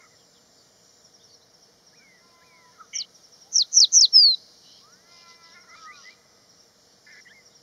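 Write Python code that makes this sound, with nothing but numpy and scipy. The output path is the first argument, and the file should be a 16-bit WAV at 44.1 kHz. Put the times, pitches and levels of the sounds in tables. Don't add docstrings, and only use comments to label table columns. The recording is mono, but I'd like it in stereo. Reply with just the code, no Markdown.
import sys
import numpy as np
from scipy import signal
from scipy.fft import rfft, irfft, next_fast_len
from scipy.io import wavfile
from scipy.ndimage import uniform_filter1d, map_coordinates

SR = 44100
rng = np.random.default_rng(int(sys.argv[2]) if len(sys.argv) > 2 else 0)


def log_audio(samples):
    frames = np.atleast_2d(samples).T
    limited = np.clip(frames, -1, 1)
    pcm = np.round(limited * 32767).astype(np.int16)
    wavfile.write(sys.argv[1], SR, pcm)


N = 336042
T = np.arange(N) / SR
RELEASE_S, RELEASE_DROP_HZ = .011, 333


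def bunting(warble_hz=167, swing_hz=380, crest_db=5.5, bite_db=6, air_db=-47, beak_hz=14000, full_db=-8):
    # time of the upward flick, then buzz, glide and run lengths, all in seconds,
    # drive level in dB, buzz strength in dB.
    chip_notes = [(2.983, 0.029, 0.025, 0.048, -29, 1), (3.579, 0.041, .023, .055, -17, -5),
                  (3.8, .053, .031, .057, -10.5, -4.5), (4.008, 0.049, 0.041, 0.056, -11, 5.5)]
    # time in seconds, pitch in Hz, level in dB.
    contour = [(4.125, 5540, -34), (4.139, 5414, -17.5), (4.165, 5188, -6.5), (4.211, 4840, -12.5),
               (4.263, 4405, -12), (4.347, 3941, -23), (4.352, 3830, -34)]
    # multiple of the pitch, relative level in dB.
    overtones = [(1, -0.5), (2, -47.5), (3, -42.5)]
    pitch, level_db = curves(contour)
    pitch = pitch - RELEASE_DROP_HZ * ramp(T, contour[-1][0] - RELEASE_S / 2, RELEASE_S)
    catch_db = 12 * bump(T, 4.174, .002)
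    whistle = amp(level_db - catch_db) * gate(T, contour[0][0], contour[-1][0])
    buzzing, chips = np.zeros(N), np.zeros(N)
    stumble, scatter = .35 * wobble(100), .01 * wobble(1500)
    for flick, buzz, glide, run, db, buzz_db in chip_notes:
        start, buzz_end, end = flick - glide - buzz, flick - glide, flick + run
        span, t = during(start, end)
        hz, shape_db = chip_gesture(t, flick, buzz, glide, run, buzz_db)
        buzzing[span] = np.clip((buzz_end - t) / .0044 + 1, 0, 1)
        warble = buzzing[span] * np.cos(2 * np.pi * warble_hz * (t - buzz_end) + stumble[span])
        pitch[span] = hz + swing_hz * warble
        chips[span] = amp(db + shape_db - crest_db * warble) * gate(t, start, end)
    flutter_db = wobble(170)
    chips = amp(full_db) * np.tanh(chips * amp(flutter_db - full_db))
    waver = 1 + .0016 * wobble(500) + buzzing * scatter
    phase = phase_of(uniform_filter1d(pitch, size=40) * waver)
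    partials = sum(amp(db + bite_db * buzzing * (k > 1)) * np.sin(k * phase) for k, db in overtones)
    air = amp(air_db) * noise([(8000, -21.5), (11500, -1.5), (13500, 1.5), (15500, -6.5)])[0]
    voice = np.sqrt(2) * (chips + whistle) * partials + chips * air
    return filtered(voice, lambda hz: 1 / np.sqrt(1 + (hz / beak_hz) ** 20))


def chip_gesture(t, flick, buzz, glide, run, buzz_db, flick_hz=6820, flick_s=.0027, accent_s=.0087):
    swell = ramp(t, flick - glide - buzz, buzz)
    release = ramp(t, flick + run - RELEASE_S, RELEASE_S)
    opening_hz = 6420 - 299 * swell ** 2 - 1220 * ramp(t, flick - glide, glide)
    run_hz = 5606 - 2140 * ramp(t, flick, run) - RELEASE_DROP_HZ * release
    hz = np.where(t < flick, opening_hz, run_hz)
    hz = hz + (flick_hz - hz) / (1 + ((t - flick) / flick_s) ** 2)
    swell_db = (t < flick - glide) * (buzz_db - 5 - 25.5 * (1 - swell) ** 2)
    glide_push = bump(t, flick - glide + accent_s / 2, accent_s)
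    run_push = bump(t, flick + accent_s / 2, accent_s / 2)
    gap = bump(t, flick - flick_s / 2, flick_s)
    db = swell_db + 6 * (glide_push + run_push) - 26.5 * gap - 24.5 * release
    return hz, uniform_filter1d(db, size=80)


def scold(pulse_hz=245, pulse_db=5):
    # start and length in seconds; pitch in Hz, level in dB and fade in dB per second for the
    # lower tone; the same three for the upper tone; pan in dB.
    notes = [(2.933, .12, 2227, -40.5, 229, 3010, -44, 60, -11.5),
             (7.066, 0.14, 1730, -54.5, 15, 2046, -58, -42, 12)]
    pulse_phase = phase_of(pulse_hz * (1 + .16 * wobble(200)))
    pulsing = unit(amp(pulse_db * np.cos(pulse_phase)))
    out, tremor = np.zeros((2, N)), 1 + .038 * wobble(450) + .022 * wobble(45)
    for s, length, lower_hz, lower_db, lower_fade, upper_hz, upper_db, upper_fade, left_db in notes:
        span, t = during(s, s + length)
        lower = amp(lower_db - lower_fade * (t - s)) * tone(lower_hz * tremor[span])
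        upper = amp(upper_db - upper_fade * (t - s)) * tone(upper_hz * tremor[span])
        out[:, span] += pan(gate(t, s, s + length) * (lower + upper), left_db)
    return out * pulsing


def tsips(centre_hz=5550, fall_hz_per_s=24500, half_s=.023, bend=.45, trim_db=-3):
    # middle of the first call in seconds, number of calls, spacing in seconds, relative dB.
    bouts = [(.165, 2, 0.083, -54.5), (1.055, 4, 0.097, -46.5), (1.546, 2, 0.088, -48),
             (1.875, 2, 0.11, -48.5), (3.158, 4, 0.089, -46), (4.842, 2, .093, -48.5),
             (5.358, 5, .086, -47.5), (6.503, 2, .096, -49), (7.132, 2, 0.087, -48.5),
             (7.466, 2, .095, -45)]
    out, shake = np.zeros(N), 1 + .016 * wobble(330) + .008 * wobble(25)
    for first, count, spacing, db in bouts:
        for middle in first + spacing * np.arange(count):
            span, t = during(middle - half_s, middle + half_s)
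            position = np.clip((t - middle) / half_s, -1, 1)
            hz = centre_hz - fall_hz_per_s * (t - middle) * (1 + bend * position)
            swell = np.cos(np.pi / 2 * position) ** 2
            gain = amp(db + trim_db + rng.standard_normal())
            out[span] += gain * swell * np.sin(phase_of(hz * shake[span]))
    return pan(out, -6) + near_echoes(out, left_db=-7.5, right_db=-2, fade_s=.027)


def bulbul(climb_hz=260, leap_s=.024, slide_hz_per_s=2700, fade_db=9.5):
    # time of the leap and shelf length in seconds, shelf pitch in Hz, shelf level in dB,
    # top pitch in Hz, slide length in seconds, slide level in dB.
    notes = [(1.951, 0.03, 1730, -60, 2496, 0.25, -57), (2.437, 0.035, 1730, -59, 2506, 0.26, -58.5),
             (5.758, 0.088, 2057, -48.5, 2450, 0.045, -56), (5.924, 0.073, 1982, -43, 2524, 0.049, -51),
             (6.105, .075, 2040, -44, 2430, 0.039, -56), (7.332, 0.038, 1771, -44, 2216, 0.085, -46.5)]
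    out, tremor = np.zeros(N), 1 + .014 * wobble(450)
    for leap, shelf, shelf_hz, shelf_db, top_hz, slide, slide_db in notes:
        span, t = during(leap - shelf, leap + slide)
        below = (1 - ramp(t, leap - shelf, shelf)) ** 3
        up = ramp(t, leap - leap_s / 2, leap_s)
        slide_ends = (2 * ramp(t, leap, slide) - 1) ** 2
        hz = (1 - up) * (shelf_hz - climb_hz * below) + up * (top_hz - slide_hz_per_s * (t - leap))
        db = (1 - up) * (shelf_db - 2 * fade_db * below) + up * (slide_db - fade_db * slide_ends)
        out[span] += amp(db) * gate(t, leap - shelf, leap + slide) * tone(hz * tremor[span])
    return out


def rasps(rattle_hz=95, rattle_db=3):
    # start in seconds, length in seconds, level in dB.
    calls = [(4.614, 0.23, -52.5), (5.097, 0.15, -49), (5.277, 0.064, -48), (5.42, 0.16, -52.5),
             (5.74, 0.13, -48.5), (5.942, 0.2, -49.5), (7.058, 0.16, -57.5)]
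    # frequency in Hz, relative level in dB.
    colour = [(2000, -21), (2750, -7), (3000, -7.5), (3500, -6), (4100, 1.5), (4500, -3.5), (5000, 5.5),
              (5700, 0.5), (6400, -12), (7500, -21), (10000, -54)]
    envelope = sum(amp(db) * gate(T, s, s + length, edge_s=.067) for s, length, db in calls)
    rattle = amp(rattle_db * np.sin(phase_of(rattle_hz * (1 + .067 * wobble(40)))))
    return envelope * unit(rattle * patchy(noise(colour), depth_db=3.5))


def twitter():
    # start and length in seconds, first and last pitch in Hz, level in dB, pan in dB.
    slurs = [(.02, 0.046, 2150, 2030, -62.5, -16), (0.102, .055, 2070, 1880, -68, -14),
             (0.178, .06, 3520, 3050, -70, -10), (0.341, 0.05, 3900, 3000, -70, -19),
             (.585, .04, 4860, 4440, -62, -13), (1.196, 0.045, 3330, 3880, -62, -3),
             (1.288, 0.067, 4580, 4330, -58, 0), (1.415, 0.031, 3940, 4100, -61, -1),
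             (4.64, 0.16, 2940, 3200, -66, 18), (4.657, .13, 4010, 4200, -58.5, 2),
             (7.259, 0.027, 1965, 2030, -49.5, 12.5), (7.277, 0.04, 2950, 3460, -59.5, -3),
             (7.51, .045, 3750, 3500, -67, -7)]
    out, tremor = np.zeros((2, N)), 1 + .04 * wobble(450)
    for s, length, start_hz, end_hz, db, left_db in slurs:
        span, t = during(s, s + length)
        hz = start_hz + (end_hz - start_hz) * ramp(t, s, length)
        envelope = amp(db) * gate(t, s, s + length, edge_s=.024)
        out[:, span] += pan(envelope * tone(hz * tremor[span]), left_db)
    return out


def cow(jitter=.053, closing_db=70, drift_db=3.5, throb_db=3, slack_db=7, strain_db=4):
    # time of the break and lengths before and after it in seconds, level in dB, pushes in the
    # rise and the fall in dB, mouth resonance as a multiple of the rising pitch, held resonance in Hz.
    lows = [(0.0, 0.6, .1, -62, 0, 1, 5, 1400), (2.72, 0.8, .16, -62.5, 3, 8.5, 6, 1050),
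            (3.63, .27, .07, -66.5, 3.5, -0.5, 3, 900), (5.532, 0.75, .52, -57, 5.5, 6.5, 5, 1380)]
    # frequency in Hz, relative level in dB.
    throat = [(300, -38.5), (700, -13), (1020, -5), (1330, -8.5), (1700, -15), (2070, 2), (2450, -5.5),
              (3100, -12), (4500, -36)]
    out, shake, tremor = np.zeros(N), wobble(160), wobble(70)
    harmonics = np.arange(2, 11)[:, None]
    for crack, before, after, db, rise_db, fall_db, rise_ratio, held_hz in lows:
        start, end = crack - before, crack + after
        span, t = during(start, end)
        hz, hoarse, mouth, mouth_hz, fall, envelope = moo_shape(t, start, crack, end, held_hz, rise_ratio)
        effort_db = rise_db * bump(t - start, .11, .04) - slack_db * bump(t - start, .22, .097)
        effort_db += fall_db * bump(fall, 2 / 3, 1 / 4) + strain_db * hoarse
        phase = phase_of(hz * (1 + jitter * hoarse * shake[span]))
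        octaves_off = np.abs(np.log2(harmonics * hz / mouth_hz))
        colour = amp(along(throat, harmonics * hz) - closing_db * (1 - mouth) * octaves_off)
        weight = colour / np.linalg.norm(colour, axis=0)
        drift = signal.resample(rng.standard_normal((len(harmonics), 22)), len(hz), axis=1)
        voice = np.sqrt(2) * np.sum(weight * amp(drift_db * drift) * np.sin(harmonics * phase), axis=0)
        throb = amp(throb_db * np.sqrt(hoarse) * tremor[span])
        out[span] += amp(db + effort_db) * envelope * throb * voice
    return out


def moo_shape(t, start, crack, end, held_hz, rise_ratio, low_hz=186, top_hz=345.5, rise_s=.34):
    rise, fall = ramp(t, start, rise_s), ramp(t, crack, end - crack)
    sag_hz = 35 * np.maximum(t - start - rise_s, 0)
    clear_hz = low_hz + (top_hz - low_hz) * np.sin(np.pi / 2 * rise) - sag_hz
    broken_hz = 350 - 88.6 * fall ** 2
    hz = np.where(t < crack, clear_hz, broken_hz)
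    hoarse = .093 + .6 * gate(t, crack, crack + .28, edge_s=.03)
    mouth = .82 * rise ** 2 * (1 - fall) ** 2
    climbing_hz = rise_ratio * hz
    settling_hz = climbing_hz + (held_hz - climbing_hz) * rise ** 5
    mouth_hz = np.where(t < crack, settling_hz, 1567 * (1 - .22 * fall))
    envelope = ramp(t, start, .1) ** 2 * (1 - ramp(t, end - .063, .063))
    return hz, hoarse, mouth, mouth_hz, fall, envelope


def insects(trill_hz=5650, pulse_hz=65):
    # frequency in Hz, relative noise density in dB.
    colour = [(1500, -26.5), (2700, -13), (3500, -9), (4500, -4), (5500, 3), (6300, -4), (7200, -11.5),
              (8500, -17), (12000, -19.5), (15700, -27)]
    # start and end in seconds, first and last pitch in Hz, level in dB.
    buzzes = [(0, 1.1, 7200, 7060, -69), (5.695, 7.707, 7430, 7100, -74)]
    chorus_db = -57.5 + 3.5 * bump(T, 4, 1) + .44 * wobble(11)
    hiss = amp(chorus_db) * patchy(noise(colour), depth_db=1.55)
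    buzz, waver_hz = np.zeros(N), 60 * wobble(300)
    for start, end, start_hz, end_hz, db in buzzes:
        hz = np.interp(T, [start, end], [start_hz, end_hz]) + waver_hz
        buzz += amp(db) * gate(T, start, end, edge_s=.04) * tone(hz)
    pulses = (1 + np.sin(2 * np.pi * pulse_hz * T)) * np.sin(phase_of(trill_hz + 260 * wobble(830)))
    trill = amp(-58) * unit(pulses) * gate(T, .83, .99, edge_s=.36)
    return pan(hiss, -2) + pan(buzz, -8) + pan(trill, -2)


def valley(level_db=-62):
    # frequency in Hz, relative noise density in dB.
    colour = [(15, -50), (25, -21.5), (60, -13.5), (125, -5.5), (150, -6.5), (180, -2), (225, -6),
              (400, -10.5), (475, 0), (530, -9.5), (620, -4), (870, -12), (1900, -13), (2500, -21),
              (3300, -54.5)]
    # frequency in Hz, left-right likeness from 0 to 1.
    likeness = [(190, 1), (350, 1), (620, .84), (1120, 0.52), (2000, 0.088)]
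    width = lambda hz: np.arccos(along(likeness, hz)) / 2
    mid, side = filtered(noise(colour), lambda hz: np.array([np.cos(width(hz)), np.sin(width(hz))]))
    return amp(level_db + .2 * wobble(1)) * unit(np.array([mid + side, mid - side]))


def near_echoes(x, left_db=-20, right_db=-13, fade_s=.021):
    t = np.arange(SR // 25) / SR
    spray = rng.standard_normal((2, len(t))) * np.exp(-t / fade_s) * (t > .001)
    spray *= amp([[left_db], [right_db]]) / np.linalg.norm(spray, axis=1, keepdims=True)
    return signal.fftconvolve(x[None], spray, axes=1)[:, :N]


def trees(x):
    # frequency in Hz, seconds the tail takes to fall by 60 dB.
    decay = [(1000, 3.4), (4500, 1.5), (7000, 1.0), (14000, 0.37)]
    hz, t, spectrum = signal.stft(rng.standard_normal((2, SR * 2)), SR, nperseg=256)
    tail = signal.istft(spectrum * amp(-60 * t / along(decay, hz)[:, None]), SR, nperseg=256)[1]
    return signal.fftconvolve(x[None], tail / np.linalg.norm(tail[0]), axes=1)[:, :N]


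def amp(db):
    return 10 ** (np.asarray(db) / 20)


def unit(x):
    return x / np.sqrt(np.mean(x ** 2) + 1e-20)


def along(points, hz):
    freqs, values = np.transpose(points)
    return np.interp(np.log(hz + 1), np.log(freqs + 1), values)


def curves(rows):
    times, *columns = np.transpose(rows)
    return [np.interp(T, times, column) for column in columns]


def during(start, end):
    span = slice(max(0, int((start - .01) * SR)), int((end + .01) * SR))
    return span, T[span]


def gate(t, start, end, edge_s=.0063):
    return np.clip(np.minimum(t - start, end - t) / edge_s + .5, 0, 1)


def ramp(t, start, length):
    return np.clip((t - start) / length, 0, 1)


def bump(t, centre, width):
    return np.exp(-((t - centre) / width) ** 2)


def wobble(rate):
    return map_coordinates(rng.standard_normal(int(N * rate / SR) + 4), [T * rate])


def phase_of(hz):
    return 2 * np.pi * np.cumsum(hz) / SR


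def tone(hz):
    return np.sqrt(2) * np.sin(phase_of(hz))


def filtered(x, response):
    size = next_fast_len(N + 8192)
    return irfft(rfft(x, size) * response(np.fft.rfftfreq(size, 1 / SR)), size)[..., :N]


def noise(colour):
    return unit(filtered(rng.standard_normal((2, N)), lambda hz: amp(along(colour, hz))))


def patchy(x, depth_db):
    spectrum = signal.stft(x, nperseg=512)[2]
    swells = uniform_filter1d(rng.standard_normal(spectrum.shape[1:]), size=6, axis=0)
    swells = unit(uniform_filter1d(swells, size=16, axis=1))
    return unit(signal.istft(spectrum * amp(depth_db * swells), nperseg=512)[1][:, :N])


def pan(x, left_db, lead_s=0):
    ears = np.array([[.5], [-.5]])
    if lead_s:
        x = filtered(x, lambda hz: np.exp(2j * np.pi * hz * ears * lead_s))
    return amp(ears * left_db) * x


def scene():
    # time in seconds, pan in dB.
    head_turn = [(3.95, -1.5), (4.15, -0.6)]
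    song = bunting()
    near = pan(song, curves(head_turn)[0], lead_s=-.000023)
    near += near_echoes(song) + amp(-33.5) * trees(song)
    whistles = bulbul()
    answer = T > 6.6
    far = pan(whistles * ~answer, -9, lead_s=-.00011) + pan(whistles * answer, 6.9, lead_s=.00021)
    far += tsips() + twitter() + pan(rasps(), -.78)
    far += pan(cow(), -4.5, lead_s=-.00013)
    return near + scold() + far + amp(-18) * trees(far.mean(axis=0)) + insects() + valley()


def record(dry, top_hz=15720):
    # centre in Hz, width in Hz, gain in dB.
    dips = [(2603, 77, -15.5), (7720, 217, -23.5)]
    dip_db = lambda hz: sum(db * bump(hz, centre, np.sqrt(2) * width) for centre, width, db in dips)
    return filtered(dry, lambda hz: amp(dip_db(hz)) * (hz < top_hz))


dry = scene()
out = record(dry)
log_audio(out)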